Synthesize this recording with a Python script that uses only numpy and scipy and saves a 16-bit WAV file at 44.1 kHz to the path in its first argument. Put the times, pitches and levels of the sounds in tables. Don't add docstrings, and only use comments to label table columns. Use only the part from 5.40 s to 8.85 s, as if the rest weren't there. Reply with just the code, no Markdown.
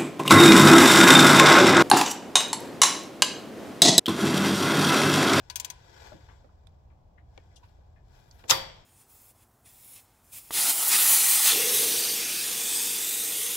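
import sys
import numpy as np
from scipy import signal
from scipy.fft import rfft, irfft, next_fast_len
from scipy.io import wavfile

SR = 44100
rng = np.random.default_rng(int(sys.argv[2]) if len(sys.argv) > 2 else 0)


def put_to_file(sound):
    columns = np.atleast_2d(sound).T
    safe = np.clip(columns, -1, 1)
    whole_steps = np.round(safe * 32767)
    wavfile.write(sys.argv[1], SR, whole_steps.astype(np.int16))


N = 152145
T = np.arange(N) / SR
RING_N = SR * 3 // 4

# [f/Hz, likeness]
LIKENESS = [(40, 0.92), (100, 0.98), (200, .6), (400, 0.32), (1000, 0), (16000, 0.087)]
# [f/Hz, relative level/dB]
WORKSHOP_COLOUR = [(12, -28.5), (20, -15.5), (45, -8.5), (72, -4.5), (130, -14), (220, -27.5), (340, -30),
                   (470, -30.5), (720, -26), (1000, -31.5), (1600, -51.5), (2750, -53), (7500, -60.5),
                   (9000, -69), (16000, -64)]
# [t/s, level/dB]
SLIDE_LEVEL = [(0.0, -66.5), (0.12, -66), (0.27, -69), (0.67, -52), (0.77, -63), (0.92, -65.5),
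               (1.08, -75.5), (1.64, -84.5), (1.82, -84.5), (1.96, -73), (2.18, -72.5), (2.36, -75.5),
               (2.62, -81), (2.76, -64), (2.89, -69.5), (3.03, -65)]
# [f/Hz, relative level/dB]
SLIDE_COLOUR = [(150, -12.5), (300, -0.5), (600, 1.5), (1000, -0.5), (1200, -6.5), (1500, 0.5),
                (2700, -8.5), (3400, -4.5), (4400, -11.5), (5200, -6), (6800, -14.5), (7500, -9.5),
                (8800, -28), (10500, -32), (12300, -21.5), (16000, -33.5)]
# [t/s, level/dB]
SLIDE_TREBLE_LEVEL = [(1.85, -105), (1.98, -97.5), (2.1, -100), (2.28, -82), (2.4, -104), (2.62, -102),
                      (2.76, -78), (2.86, -80.5), (2.96, -74.5), (3.06, -75.5), (3.2, -110)]
# [t/s, level/dB, strongest ring f/Hz, ring level/dB, treble tilt/(dB per octave), click t60/s]
RATCHET_CLICKS = [(0.0988, -35.5, 4570, 1.5, -3.5, 0.065), (.1570, -27, 6280, 1, 2, 0.059),
                  (0.1987, -28, 7300, -1, 1.5, 0.041), (0.2465, -29.5, 7220, -0.5, 0, 0.04),
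                  (0.3005, -35, 6220, -0.5, -0.5, 0.051)]
# [f/Hz, relative level/dB]
RATCHET_COLOUR = [(400, -36.5), (900, -11), (1300, -18), (2200, -4), (3300, -1.5), (6500, 0), (8300, -7),
                  (10500, -11), (12800, -6), (16000, -14)]
# [f/Hz, relative level/dB]
RATCHET_TAIL_COLOUR = [(300, -11.5), (700, -4), (980, 1.5), (1250, -12.5), (1700, -8.5), (3000, -5),
                       (6500, -10), (9000, -11), (16000, -29.5)]
# [f/Hz, level re click/dB, t60/s]
WRENCH_MODES = [(954, -19.5, 0.13), (1002.5, -19.5, 0.25), (1510, -20, 0.14), (1677, -22.5, .15),
                (2430, -17.5, 0.11), (3313, -11.5, .05), (4880, -11.5, 0.035), (6200, -4, .045),
                (9040, -16, 0.09), (9500, -11.5, 0.057), (11700, -16, 0.12), (12600, -12, 0.053),
                (14870, -16, .023), (15600, -13, .02)]
# [f/Hz, early t60/s, level of the lingering part/dB]
TAIL_DECAY = [(80, 0.79, -26.5), (300, .6, -25.5), (1000, 0.5, -24), (3020, .46, -22), (5500, 0.45, -28),
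              (7500, 0.35, -32.5), (10000, 0.24, -41), (16000, 0.25, -43.5)]
# [t/s, level/dB, left-right/dB, centre f/Hz, width/octaves, attack/s, t60/s]
KNOCKS = [(.716, -45.5, 10, 504, 1.03, 0.0062, 0.074), (.724, -48.5, 0.5, 160, 0.77, 0.025, .2),
          (.886, -52, 10, 830, 1.0, 0.0021, 0.21), (1.043, -52, -13.5, 170, 1.38, 0.0024, 0.1),
          (1.091, -60.5, -11.5, 960, 0.3, 0.0018, 0.086), (1.27, -52.5, -20.5, 2600, 1.05, 0.00078, 0.018),
          (1.500, -67.5, 8, 1300, 0.77, 0.0033, 0.16), (1.774, -60.5, 13, 1780, 0.52, 0.0092, 0.11),
          (1.977, -37, 12, 1170, 1.01, 0.0003, 0.012), (1.977, -40.5, 7, 444, 0.45, 0.0012, 0.031),
          (2.109, -65, 10, 2200, 0.12, .003, .06), (2.156, -54, 13, 5350, 0.56, 0.0089, 0.077),
          (2.161, -55, 10, 3180, .12, 0.0077, 0.057), (2.221, -57.5, 0, 968, 0.14, .012, 0.12),
          (2.227, -63.5, 5, 2230, 0.83, 0.01, 0.17), (2.280, -72.5, 3, 3850, 0.64, 0.0072, 0.14),
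          (2.380, -60, -5, 380, 0.39, 0.0079, 0.083), (2.557, -64, 11, 1550, 0.6, .006, 0.18),
          (2.911, -50, -8, 5470, 0.29, 0.0011, 0.025), (2.990, -60, 2, 1580, 1.36, .004, 0.14),
          (3.039, -43, -6, 593, 1.3, 0.0012, 0.028), (3.046, -53, -4.5, 397, 0.66, .005, 0.25),
          (3.289, -50.5, -0.5, 700, 1.2, 0.0044, 0.12)]
# [t/s, level/dB, left-right/dB, ring f/Hz, ring lift/dB, attack/s, t60/s]
CLACK_BURSTS = [(3.078, -39.5, 17.5, 6430, 5.5, 0.015, 0.033), (3.0927, -30.5, 6.5, 3570, 4, 0.0024, 0.064),
                (3.0967, -18, 15, 3570, 0, 0.0015, .07), (3.1031, -9, 19, 5720, 13, 0.0011, 0.014),
                (3.108, -10.5, 14.5, 3780, 5.5, 0.00063, 0.024),
                (3.1081, -7, -20.5, 5480, 13.5, 0.0016, 0.0088),
                (3.1109, -17.5, -1.5, 1250, 12.5, 0.00075, 0.1)]
# [f/Hz, relative level/dB]
CLACK_COLOUR = [(100, -30), (400, -16.5), (1000, -4), (1700, -8.5), (2300, -6), (2900, -7.5), (3600, 0),
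                (4300, -7.5), (5600, -7.5), (7700, -6.5), (8500, -14.5), (10300, -18), (11700, -13),
                (14300, -14), (16000, -27.5)]
# [f/Hz, relative level/dB]
BOOM_COLOUR = [(60, -5), (150, -3), (250, -13.5), (370, -6), (470, -8.5), (700, -0.5), (1050, 0),
               (1500, -6.5), (2100, -2.5), (2700, -7.5), (3500, -0.5), (4400, -8), (5500, -4.5),
               (6200, -13.5), (7500, -9.5), (9500, -17.5), (12200, -5.5), (16000, -19.5)]
# [f/Hz, level/dB, t60/s, left-right/dB]
STEEL_MODES = [(343, -39, .3, -2), (535, -31, .48, 3), (778, -32, .38, -2), (918, -34, .42, 4),
               (972, -29, .24, 9), (1013, -34, .38, 4), (1148, -31, .29, 1), (1231, -28, .13, -7),
               (1779, -34, .2, 8), (1860, -32, .2, -6), (2018, -32, .27, 9), (2505, -31, .17, 2),
               (3131, -43, .7, 0), (3353.5, -33, .48, 3), (3598, -27, .12, 2), (3657, -31, .2, 2),
               (3755, -26, .11, 6), (4362, -40, .4, 9), (4615, -28, .41, 17), (4717, -37, .36, 12),
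               (4980, -30, .1, -5), (5172, -26, .12, -5), (5607, -24, .1, -2), (7208, -43, .22, 4),
               (9370, -47, .28, 12), (12250, -40, .15, 12), (12700, -41, .15, 12)]

WORKSHOP_DB, WORKSHOP_PAN_DB = -55, 0.5
SLIDE_GAIN_DB, SLIDE_PAN_DB, SLIDE_GRAIN_DB = 2, 8.5, 1.5
SLIDE_FADE_S, SLIDE_FADE_DB_PER_S = 3.4, 78.5
SLIDE_TREBLE_HZ, SLIDE_TREBLE_OCTAVES = 12500, .35
RATCHET_PAN_DB, RATCHET_ATTACK_S, RATCHET_TAIL_DB = 12, 0.00085, -23
PAWL_T60_S, WRENCH_SCATTER_DB = 0.046, 3
WRENCH_MAX_CYCLES = 520
KNOCK_TAIL_DB, KNOCK_TAIL_T60_S = -24.5, 0.17
CLACK_RING_OCTAVES = 0.32
BOOM_S, BOOM_DB, BOOM_ATTACK_S, BOOM_PAN_DB = 3.108, -26.5, 0.002, 1.5
STEEL_ATTACK_S, STEEL_T60_FACTOR = 0.00189, 0.98
LATE_T60_FACTOR = 2.2
RIPPLE_SPACING_HZ, SLIDE_RIPPLE_DB, KNOCK_RIPPLE_DB, BOOM_RIPPLE_DB = 44.4, 4.5, 5.5, 1.5
CEILING, CUTOFF_HZ = .88, 16000


def from_db(db):
    return 10 ** (np.asarray(db) / 20)


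def at_hz(points, hz):
    f, value = np.transpose(points)
    return np.interp(np.log(hz), np.log(f), value)


def grid(n):
    return np.maximum(np.fft.rfftfreq(n, 1 / SR), 1)


def panned(db):
    gains = from_db(np.array([[db], [-db]]) / 2)
    return gains / np.sqrt(np.mean(gains ** 2))


def bell(hz, centre_hz, octaves):
    return np.exp(-.5 * (np.log2(hz / centre_hz) / octaves) ** 2)


def bell_db(hz, centre_hz, octaves):
    return 20 * np.log10(bell(hz, centre_hz, octaves) + 1e-6)


def ripple(hz):
    heights = rng.standard_normal(4000)
    return np.interp(hz / RIPPLE_SPACING_HZ, np.arange(len(heights)), heights)


def noise(colour_db, n):
    alike = np.clip(at_hz(LIKENESS, grid(n)), -1, 1)
    mid, side = np.exp(2j * np.pi * rng.random((2, len(alike))))
    common = np.sqrt(1 + alike) * mid
    difference = np.sqrt(1 - alike) * side * [[1], [-1]]
    x = irfft(from_db(colour_db) * (common + difference), n)
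    return x / np.sqrt(np.mean(x ** 2))


def envelope(attack_s, t60, n):
    t, attack_s = T[:n], max(attack_s, 1 / SR)
    decay = np.exp(-np.log(1000) * np.maximum(t - attack_s, 0) / t60)
    return np.minimum(t / attack_s, 1) * decay


def mode(hz, t60, attack_s):
    quarter = rng.choice([-1, 1]) * np.pi / 2
    phase = 2 * np.pi * rng.random() + np.array([[0], [quarter]])
    return np.sin(2 * np.pi * hz * T[:RING_N] + phase) * envelope(attack_s, t60, RING_N)


def tail(colour_db, attack_s):
    spectrum, hz, out = rfft(noise(colour_db, RING_N)), grid(RING_N), 0
    centres = [row[0] for row in TAIL_DECAY]
    for share, (_, t60, late_db) in zip(np.eye(len(centres)), TAIL_DECAY):
        band = irfft(spectrum * at_hz(list(zip(centres, share)), hz), RING_N)
        early = envelope(attack_s, t60, RING_N)
        late = from_db(late_db) * envelope(attack_s, t60 * LATE_T60_FACTOR, RING_N)
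        out = out + band * (early + late)
    return out


def add(out, s, sound):
    start = int(s * SR)
    out[:, start:start + sound.shape[1]] += sound[:, :N - start]


def workshop():
    n = next_fast_len(N)
    hiss_and_rumble = noise(at_hz(WORKSHOP_COLOUR, grid(n)), n)[:, :N]
    return from_db(WORKSHOP_DB) * panned(WORKSHOP_PAN_DB) * hiss_and_rumble


def sliding():
    n = next_fast_len(N)
    hz = grid(n)
    knots = np.arange(N // 128 + 2)
    grain = np.interp(np.arange(N) / 128, knots, rng.standard_normal(len(knots)))
    casting_db = SLIDE_RIPPLE_DB * ripple(hz)

    level_db = np.interp(T, *np.transpose(SLIDE_LEVEL)) + SLIDE_GAIN_DB
    level_db = level_db - SLIDE_FADE_DB_PER_S * np.maximum(T - SLIDE_FADE_S, 0)
    rub = from_db(level_db) * noise(at_hz(SLIDE_COLOUR, hz) + casting_db, n)[:, :N]

    treble_level_db = np.interp(T, *np.transpose(SLIDE_TREBLE_LEVEL))
    treble_colour_db = bell_db(hz, SLIDE_TREBLE_HZ, SLIDE_TREBLE_OCTAVES) + casting_db
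    treble = from_db(treble_level_db) * noise(treble_colour_db, n)[:, :N]
    return from_db(SLIDE_GRAIN_DB * grain) * panned(SLIDE_PAN_DB) * (rub + treble)


def ratchet():
    out, hz = np.zeros((2, N)), grid(RING_N)
    for s, db, ring_hz, ring_db, tilt_db, t60 in RATCHET_CLICKS:
        click_db = at_hz(RATCHET_COLOUR, hz) + tilt_db * np.log2(hz / ring_hz)
        click = noise(click_db, RING_N) * envelope(RATCHET_ATTACK_S, t60, RING_N)
        ring = from_db(ring_db) * mode(ring_hz, PAWL_T60_S, RATCHET_ATTACK_S)
        for f, mode_db, mode_t60 in WRENCH_MODES:
            scatter_db = WRENCH_SCATTER_DB * rng.standard_normal()
            strength_db = mode_db + tilt_db * np.log2(f / ring_hz) + scatter_db
            capped_t60 = min(mode_t60, WRENCH_MAX_CYCLES / f)
            ring = ring + from_db(strength_db) * mode(f, capped_t60, RATCHET_ATTACK_S)
        room = tail(at_hz(RATCHET_TAIL_COLOUR, hz), attack_s=.004)
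        room = from_db(RATCHET_TAIL_DB) * room * panned(db=2)
        add(out, s, from_db(db) * ((click + ring) * panned(RATCHET_PAN_DB) + room))
    return out


def knocks():
    out, hz = np.zeros((2, N)), grid(RING_N)
    for s, db, pan_db, centre_hz, octaves, attack_s, t60 in KNOCKS:
        colour_db = bell_db(hz, centre_hz, octaves) + KNOCK_RIPPLE_DB * ripple(hz)
        touch = panned(pan_db) * envelope(attack_s, t60, RING_N)
        faint_tail = from_db(KNOCK_TAIL_DB) * envelope(attack_s, KNOCK_TAIL_T60_S, RING_N)
        add(out, s, from_db(db) * noise(colour_db, RING_N) * (touch + faint_tail))
    return out


def clack():
    out, hz = np.zeros((2, N)), grid(RING_N)
    for s, db, pan_db, ring_hz, lift_db, attack_s, t60 in CLACK_BURSTS:
        colour_db = at_hz(CLACK_COLOUR, hz) + lift_db * bell(hz, ring_hz, CLACK_RING_OCTAVES)
        burst = noise(colour_db, RING_N) * envelope(attack_s, t60, RING_N)
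        add(out, s, from_db(db) * panned(pan_db) * burst)
    return out


def boom():
    out, hz = np.zeros((2, N)), grid(RING_N)
    answer = tail(at_hz(BOOM_COLOUR, hz) + BOOM_RIPPLE_DB * ripple(hz), BOOM_ATTACK_S)
    add(out, BOOM_S, from_db(BOOM_DB) * panned(BOOM_PAN_DB) * answer)
    return out


def steel():
    out = np.zeros((2, N))
    for f, db, t60, pan_db in STEEL_MODES:
        ring = mode(f, t60 * STEEL_T60_FACTOR, STEEL_ATTACK_S)
        add(out, BOOM_S, from_db(db) * panned(pan_db) * ring)
    return out


def scene():
    return workshop() + sliding() + ratchet() + knocks() + clack() + boom() + steel()


def record(dry):
    rounded = dry / (1 + (dry / CEILING) ** 4) ** (1 / 4)
    lowpass = signal.ellip(10, .2, 80, CUTOFF_HZ, fs=SR, output="sos")
    return signal.sosfilt(lowpass, rounded)


dry = scene()
out = record(dry)
put_to_file(out)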